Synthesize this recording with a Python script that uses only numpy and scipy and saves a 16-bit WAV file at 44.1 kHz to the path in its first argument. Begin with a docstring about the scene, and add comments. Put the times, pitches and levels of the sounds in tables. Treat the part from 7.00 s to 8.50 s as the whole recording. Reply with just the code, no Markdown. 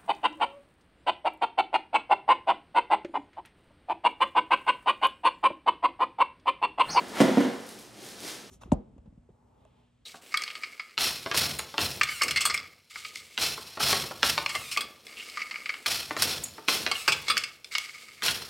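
"""Two hollow thumps of suction letting go, as a watermelon's rind cap is pulled off its domed flesh.
Air first sips through the wet seam; then each release cracks the juice film and rings the hollow under
the rind. Threads of juice snap in bright ticks, fingers bump softly, and the rind rustles over the flesh
as it lifts away. It all plays on a plate in a small, hard, ringing room, over a faint bed of air."""
import sys
import numpy as np
from scipy import signal
from scipy.fft import rfft, irfft
from scipy.io import wavfile

SR = 44100
rng = np.random.default_rng(int(sys.argv[2]) if len(sys.argv) > 2 else 0)


def digitize_waveform(pressure):
    """Quantize a signal to 16-bit integers and store it at the path in sys.argv[1].

    Rows of a 2-D input are taken as channels; values are limited to [-1, 1].
    """
    field = np.atleast_2d(pressure).T
    bounded = np.clip(field, -1, 1)
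    quanta = np.round(bounded * 32767).astype(np.int16)
    wavfile.write(sys.argv[1], SR, quanta)


N = 66150

# Fader rides for air sipping through the seam, rind sliding on wet flesh and hands shifting their grip.
# Each row: time in seconds, level in dB.
SIP_RIDE = [(0, -41.5), (.06, -55), (.12, -50.5), (.15, -40), (.188, -33), (.212, -32), (.235, -34.5),
            (.30, -38), (.35, -39), (.41, -35), (.48, -46.5), (.58, -54.5), (.72, -68), (.9, -75)]
SLIDE_RIDE = [(0, -56), (.085, -51.5), (.13, -52), (.21, -42.5), (.3, -52.5), (.64, -56), (.70, -51),
              (.77, -58.5), (.80, -56), (.92, -62.5), (.97, -55.5), (1.05, -48.5), (1.10, -50),
              (1.17, -53.5), (1.23, -44), (1.285, -39.5), (1.36, -51.5), (1.5, -62)]
GRIP_RIDE = [(0, -40.5), (.07, -54.5), (.13, -43), (.2, -43.5), (.6, -51), (.75, -55), (.92, -59.5),
             (1.01, -51.5), (1.1, -56), (1.215, -53.5), (1.25, -46), (1.32, -52.5), (1.5, -61)]
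# Fingers and rind bumping softly. Each row: start in seconds, level in dB, pitch ratio.
SOFT_BUMPS = [(.013, -33.5, 0.96), (0.989, -46, 1.3), (1.23, -42.5, 1.05), (1.248, -43, 1.35)]
# The hollow under the rind. Each row: base pitch in Hz, level in dB, seconds to fade by 60 dB.
HOLLOW_MODES = [(184.6, -21.5, .196), (213, -16, .176), (279, -4, 0.19), (356, -5, 0.067),
                (497, -11.5, 0.096), (568, -11, 0.11), (660.4, -10.5, 0.06), (705, -27, 0.054),
                (900, -14, 0.029), (947, -17.5, 0.043), (1348, -24, .05), (2060, -21, 0.085)]
# The room's standing waves. Each row: pitch in Hz, level in dB.
STANDING_WAVES = [(187.5, -17), (227.5, -24), (254, -24), (380, -17.5), (475.7, -20), (511, -26.5),
                  (552, -21)]
# Juice threads snapping. Each row: start in seconds, level in dB.
JUICE_SNAPS = [(0.084, -29), (0.666, -28.5), (.691, -23.5), (.698, -35), (.7895, -28), (0.797, -27.5),
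               (1.029, -32), (1.049, -27), (1.089, -26), (1.205, -27), (1.251, -26), (1.279, -23)]
# Suction letting go in two clusters. Each row: start in seconds, thump level in dB, pitch ratio,
# push length in seconds, wet crack level in dB.
RELEASES = [(0.2033, -10, 1.03, 0.00013, -22.5), (0.2074, -14, .978, 0.0003, -26),
            (0.2109, -21.5, .973, 0.00055, -20.5), (0.2168, -9, .934, 0.00028, -28),
            (0.2392, -18.5, .983, 0.00039, -40), (0.3719, -11.5, .924, 0.0012, -41),
            (0.376, -18.5, 1.0, 0.0023, -39), (0.3807, -12.6, 1.031, .0007, -43),
            (0.4058, -20.5, .988, 0.00075, -33.5)]
# Tone curves that colour each layer. Each row: frequency in Hz, relative level in dB.
SIP_EQ = [(60, -39), (200, -19), (450, -6.5), (700, 7), (1100, 2.5), (1600, 1), (2150, 1), (2520, -6.5),
          (3000, -3), (5000, -12), (9000, -18), (15000, -27)]
SLIDE_EQ = [(60, -34), (300, -14), (900, -4), (2000, -1), (2520, -2.5), (3000, -1), (5300, 0), (7500, -5),
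            (10000, -5.5), (15000, -16.5)]
GRIP_EQ = [(40, -44), (100, -12), (160, -16.5), (195, 1), (240, -4), (290, -2), (400, 0), (600, -7),
           (1000, -13), (2500, -30), (8000, -41)]
AIR_EQ = [(25, -21), (45, -17), (62, -0.5), (80, -14), (115, 2.5), (160, -4.5), (197, 4.5), (240, -1),
          (450, -4.5), (1000, -11.5), (4000, -16.5), (9000, -21), (15000, -40)]
TICK_EQ = [(800, -10), (3000, -4), (5500, -3.5), (10000, 0), (15000, -10)]
CRACK_EQ = [(40, -16), (120, 3.5), (500, 4), (1000, 8.5), (2000, 0.5), (2550, -1.5), (3200, -1),
            (4200, -5.5), (6000, -6), (10000, -10.5), (15000, -23)]
# The room's decay. Each row: frequency in Hz, seconds to fade by 60 dB.
ROOM_DECAY = [(100, .55), (300, 0.46), (1000, 0.8), (4000, 0.49), (14000, 0.42)]
# Stereo width of diffuse sound. Each row: frequency in Hz, side level in dB.
STEREO_WIDTH = [(30, -14), (70, -11), (120, -6), (250, -12), (600, -9), (1400, -8), (2500, -9), (4500, -18),
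                (8000, -45), (11000, -5.5), (15000, 2)]
# Early slaps off the walls. Each row: delay in seconds, gain (negative flips the polarity).
WALL_SLAPS = [(0.0294, -0.14), (.0365, 0.16), (.0787, 0.23)]

GRAINS_PER_S, GRAIN_SPREAD_DB, RUSTLE_WIDTH_DB = 3500, 3.0, -3.5
BUMP_PUSH_S, CRACK_DECAY_S, LOW_CUT_HZ = 0.0012, 0.0038, 162
SPATTER_DB, SPATTER_DECAY_S, SPATTER_PER_S = -10.5, 0.025, 1000
KNOCK_PAN_DB, RIGHT_LAG_S = -1.9, 0.00009
KNOCK_SEND_DB, CRACK_SEND_DB, ROOM_BUILD_S, STANDING_T60_S = -6, -4.5, 0.011, 0.5
AIR_DB, HIGH_CUT_HZ = -55, 15700
TIME, FREQS = np.arange(N) / SR, np.fft.rfftfreq(N, 1 / SR)


def undb(db):
    """Decibels to gain."""
    return 10 ** (np.asarray(db) / 20)


def at_hz(curve, hz):
    """Read a curve on a log-frequency axis."""
    freqs, values = np.array(curve).T
    return np.interp(np.log(np.maximum(hz, 1)), np.log(freqs), values)


def convolve(x, response):
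    """Play a sound through a response, trimmed to the scene's length."""
    return signal.fftconvolve(x, response)[:N]


def equalise(x, curve, size=4096):
    """Colour a sound with a minimum-phase filter of unit energy, so attacks have no pre-ring."""
    gains = undb(at_hz(curve, np.fft.rfftfreq(size, 1 / SR)))
    cepstrum = irfft(np.log(gains))
    cepstrum[1:size // 2] *= 2
    cepstrum[size // 2 + 1:] = 0
    response = irfft(np.exp(rfft(cepstrum)))
    return convolve(x, response / np.linalg.norm(response))


def delay(x, seconds):
    """Slide a sound later in time."""
    return np.interp(np.arange(N) - seconds * SR, np.arange(N), x, left=0)


def pan(x, db):
    """Place a sound, left minus right in dB."""
    return x * undb(np.array([[db], [-db]]) / 2)


def widen(x):
    """Shape a sound into a side signal, opposite in left and right."""
    side = irfft(rfft(x) * undb(at_hz(STEREO_WIDTH, FREQS)), N)
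    return np.array([side, -side])


def diffuse_noise():
    """Stereo noise arriving from all around."""
    mid, side = rng.standard_normal((2, N))
    return mid + widen(side)


def reverb(x, bands=6):
    """The hard room answers one spot: a fresh diffuse tail blooms, then dies band by band."""
    centres = np.geomspace(ROOM_DECAY[0][0], ROOM_DECAY[-1][0], bands)
    field, tails = rfft(diffuse_noise()), 0
    bloom = 1 - np.exp(-(TIME / ROOM_BUILD_S) ** 2)
    for centre, weights in zip(centres, np.eye(bands)):
        share = at_hz(list(zip(centres, weights)), FREQS)
        decay = np.exp(-np.log(1000) * TIME / at_hz(ROOM_DECAY, centre))
        band = irfft(field * share, N) * decay * bloom
        energy = np.mean(np.sum(band ** 2, axis=1))
        tails = tails + band * np.sqrt(np.mean(share ** 2) / energy)
    return np.array([convolve(x, tail) for tail in tails])


def room_tone():
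    """The room's still air: a faint, steady, dark bed."""
    return undb(AIR_DB) * np.array([equalise(channel, AIR_EQ) for channel in diffuse_noise()])


def rustle(ride, curve):
    """Tiny slips and bursting films of uneven size merge into a grainy texture."""
    sizes = undb(GRAIN_SPREAD_DB * np.minimum(rng.exponential(size=N), 5)) * rng.choice([-1, 1], N)
    grains = sizes * (rng.random(N) < GRAINS_PER_S / SR)
    grains /= np.sqrt(np.mean(grains ** 2))
    times, levels_db = np.array(ride).T
    return equalise(grains * undb(np.interp(TIME, times, levels_db)), curve)


def rim_spot():
    """Sipping air, sliding rind and shifting hands at one spot on the rim."""
    return rustle(SIP_RIDE, SIP_EQ) + rustle(SLIDE_RIDE, SLIDE_EQ) + rustle(GRIP_RIDE, GRIP_EQ)


def handling(spots=3):
    """Spots round the rim each reach the room differently; one more, left dry, adds width."""
    rim = 0
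    for _ in range(spots):
        spot = rim_spot()
        rim = rim + spot + reverb(spot)
    return rim / np.sqrt(spots) + undb(RUSTLE_WIDTH_DB) * widen(rim_spot())


def ring(modes, pitch, size=32768):
    """Struck resonances ring out as fading sines."""
    t = TIME[:size]
    return sum(undb(db) * np.sin(2 * np.pi * hz * pitch * t) * np.exp(-np.log(1000) * t / t60)
               for hz, db, t60 in modes)


def knock(start, db, pitch, push_s):
    """A short push rings the hollow and the room's standing waves; little deep bass radiates."""
    push = TIME * np.exp(-2 * np.pi * TIME / push_s)  # a longer push sounds duller
    hollow = ring(HOLLOW_MODES, pitch)
    standing = ring([(hz, level, STANDING_T60_S) for hz, level in STANDING_WAVES], pitch=1)
    body = convolve(hollow + standing, push / push.sum())
    low_cut = signal.butter(N=6, Wn=LOW_CUT_HZ, btype="high", fs=SR, output="sos")
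    return undb(db) * delay(signal.sosfilt(low_cut, body), start)


def finger_bumps():
    """Fingers and rind bump, softly sounding the hollow."""
    return sum(knock(start, db, pitch, BUMP_PUSH_S) for start, db, pitch in SOFT_BUMPS)


def juice_ticks():
    """Threads of juice snap in bright ticks, each trailing a brief spatter of smaller ones."""
    clicks = np.zeros(N)
    for start, db in JUICE_SNAPS:
        spatter = rng.standard_normal(N) * (rng.random(N) < SPATTER_PER_S / SR)
        snap = undb(SPATTER_DB) * spatter * np.exp(-TIME / SPATTER_DECAY_S)
        snap[0] = 1  # the thread breaks
        onset = int(start * SR)
        clicks[onset:] += undb(db) * snap[:N - onset]
    return equalise(clicks, TICK_EQ)


def suction():
    """Each release pushes the air under the rind for a thump and tears the juice film for a crack."""
    thumps, cracks = 0, 0
    crack_fade = np.exp(-TIME / CRACK_DECAY_S / 2)
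    for start, thump_db, pitch, push_s, crack_db in RELEASES:
        thumps = thumps + knock(start, thump_db, pitch, push_s)
        cracks = cracks + undb(crack_db) * delay(rng.standard_normal(N) * crack_fade, start)
    return thumps, equalise(cracks, CRACK_EQ)


def scene():
    """The mix: knocks a touch to the right, wet detail in the centre, the room all around."""
    thumps, cracks = suction()
    knocks = finger_bumps() + thumps
    ticks = juice_ticks()
    direct = pan(np.array([knocks, delay(knocks, RIGHT_LAG_S)]), KNOCK_PAN_DB)
    slaps = sum(gain * delay(knocks, seconds) for seconds, gain in WALL_SLAPS)
    tail = reverb(undb(KNOCK_SEND_DB) * knocks + undb(CRACK_SEND_DB) * cracks + ticks)
    return room_tone() + handling() + direct + ticks + cracks + slaps + tail


def record(dry):
    """A steep high cut shaves the very top off the mix."""
    high_cut = signal.ellip(N=10, rp=0.2, rs=80, Wn=HIGH_CUT_HZ, fs=SR, output="sos")
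    return signal.sosfilt(high_cut, dry)


dry = scene()
out = record(dry)
digitize_waveform(out)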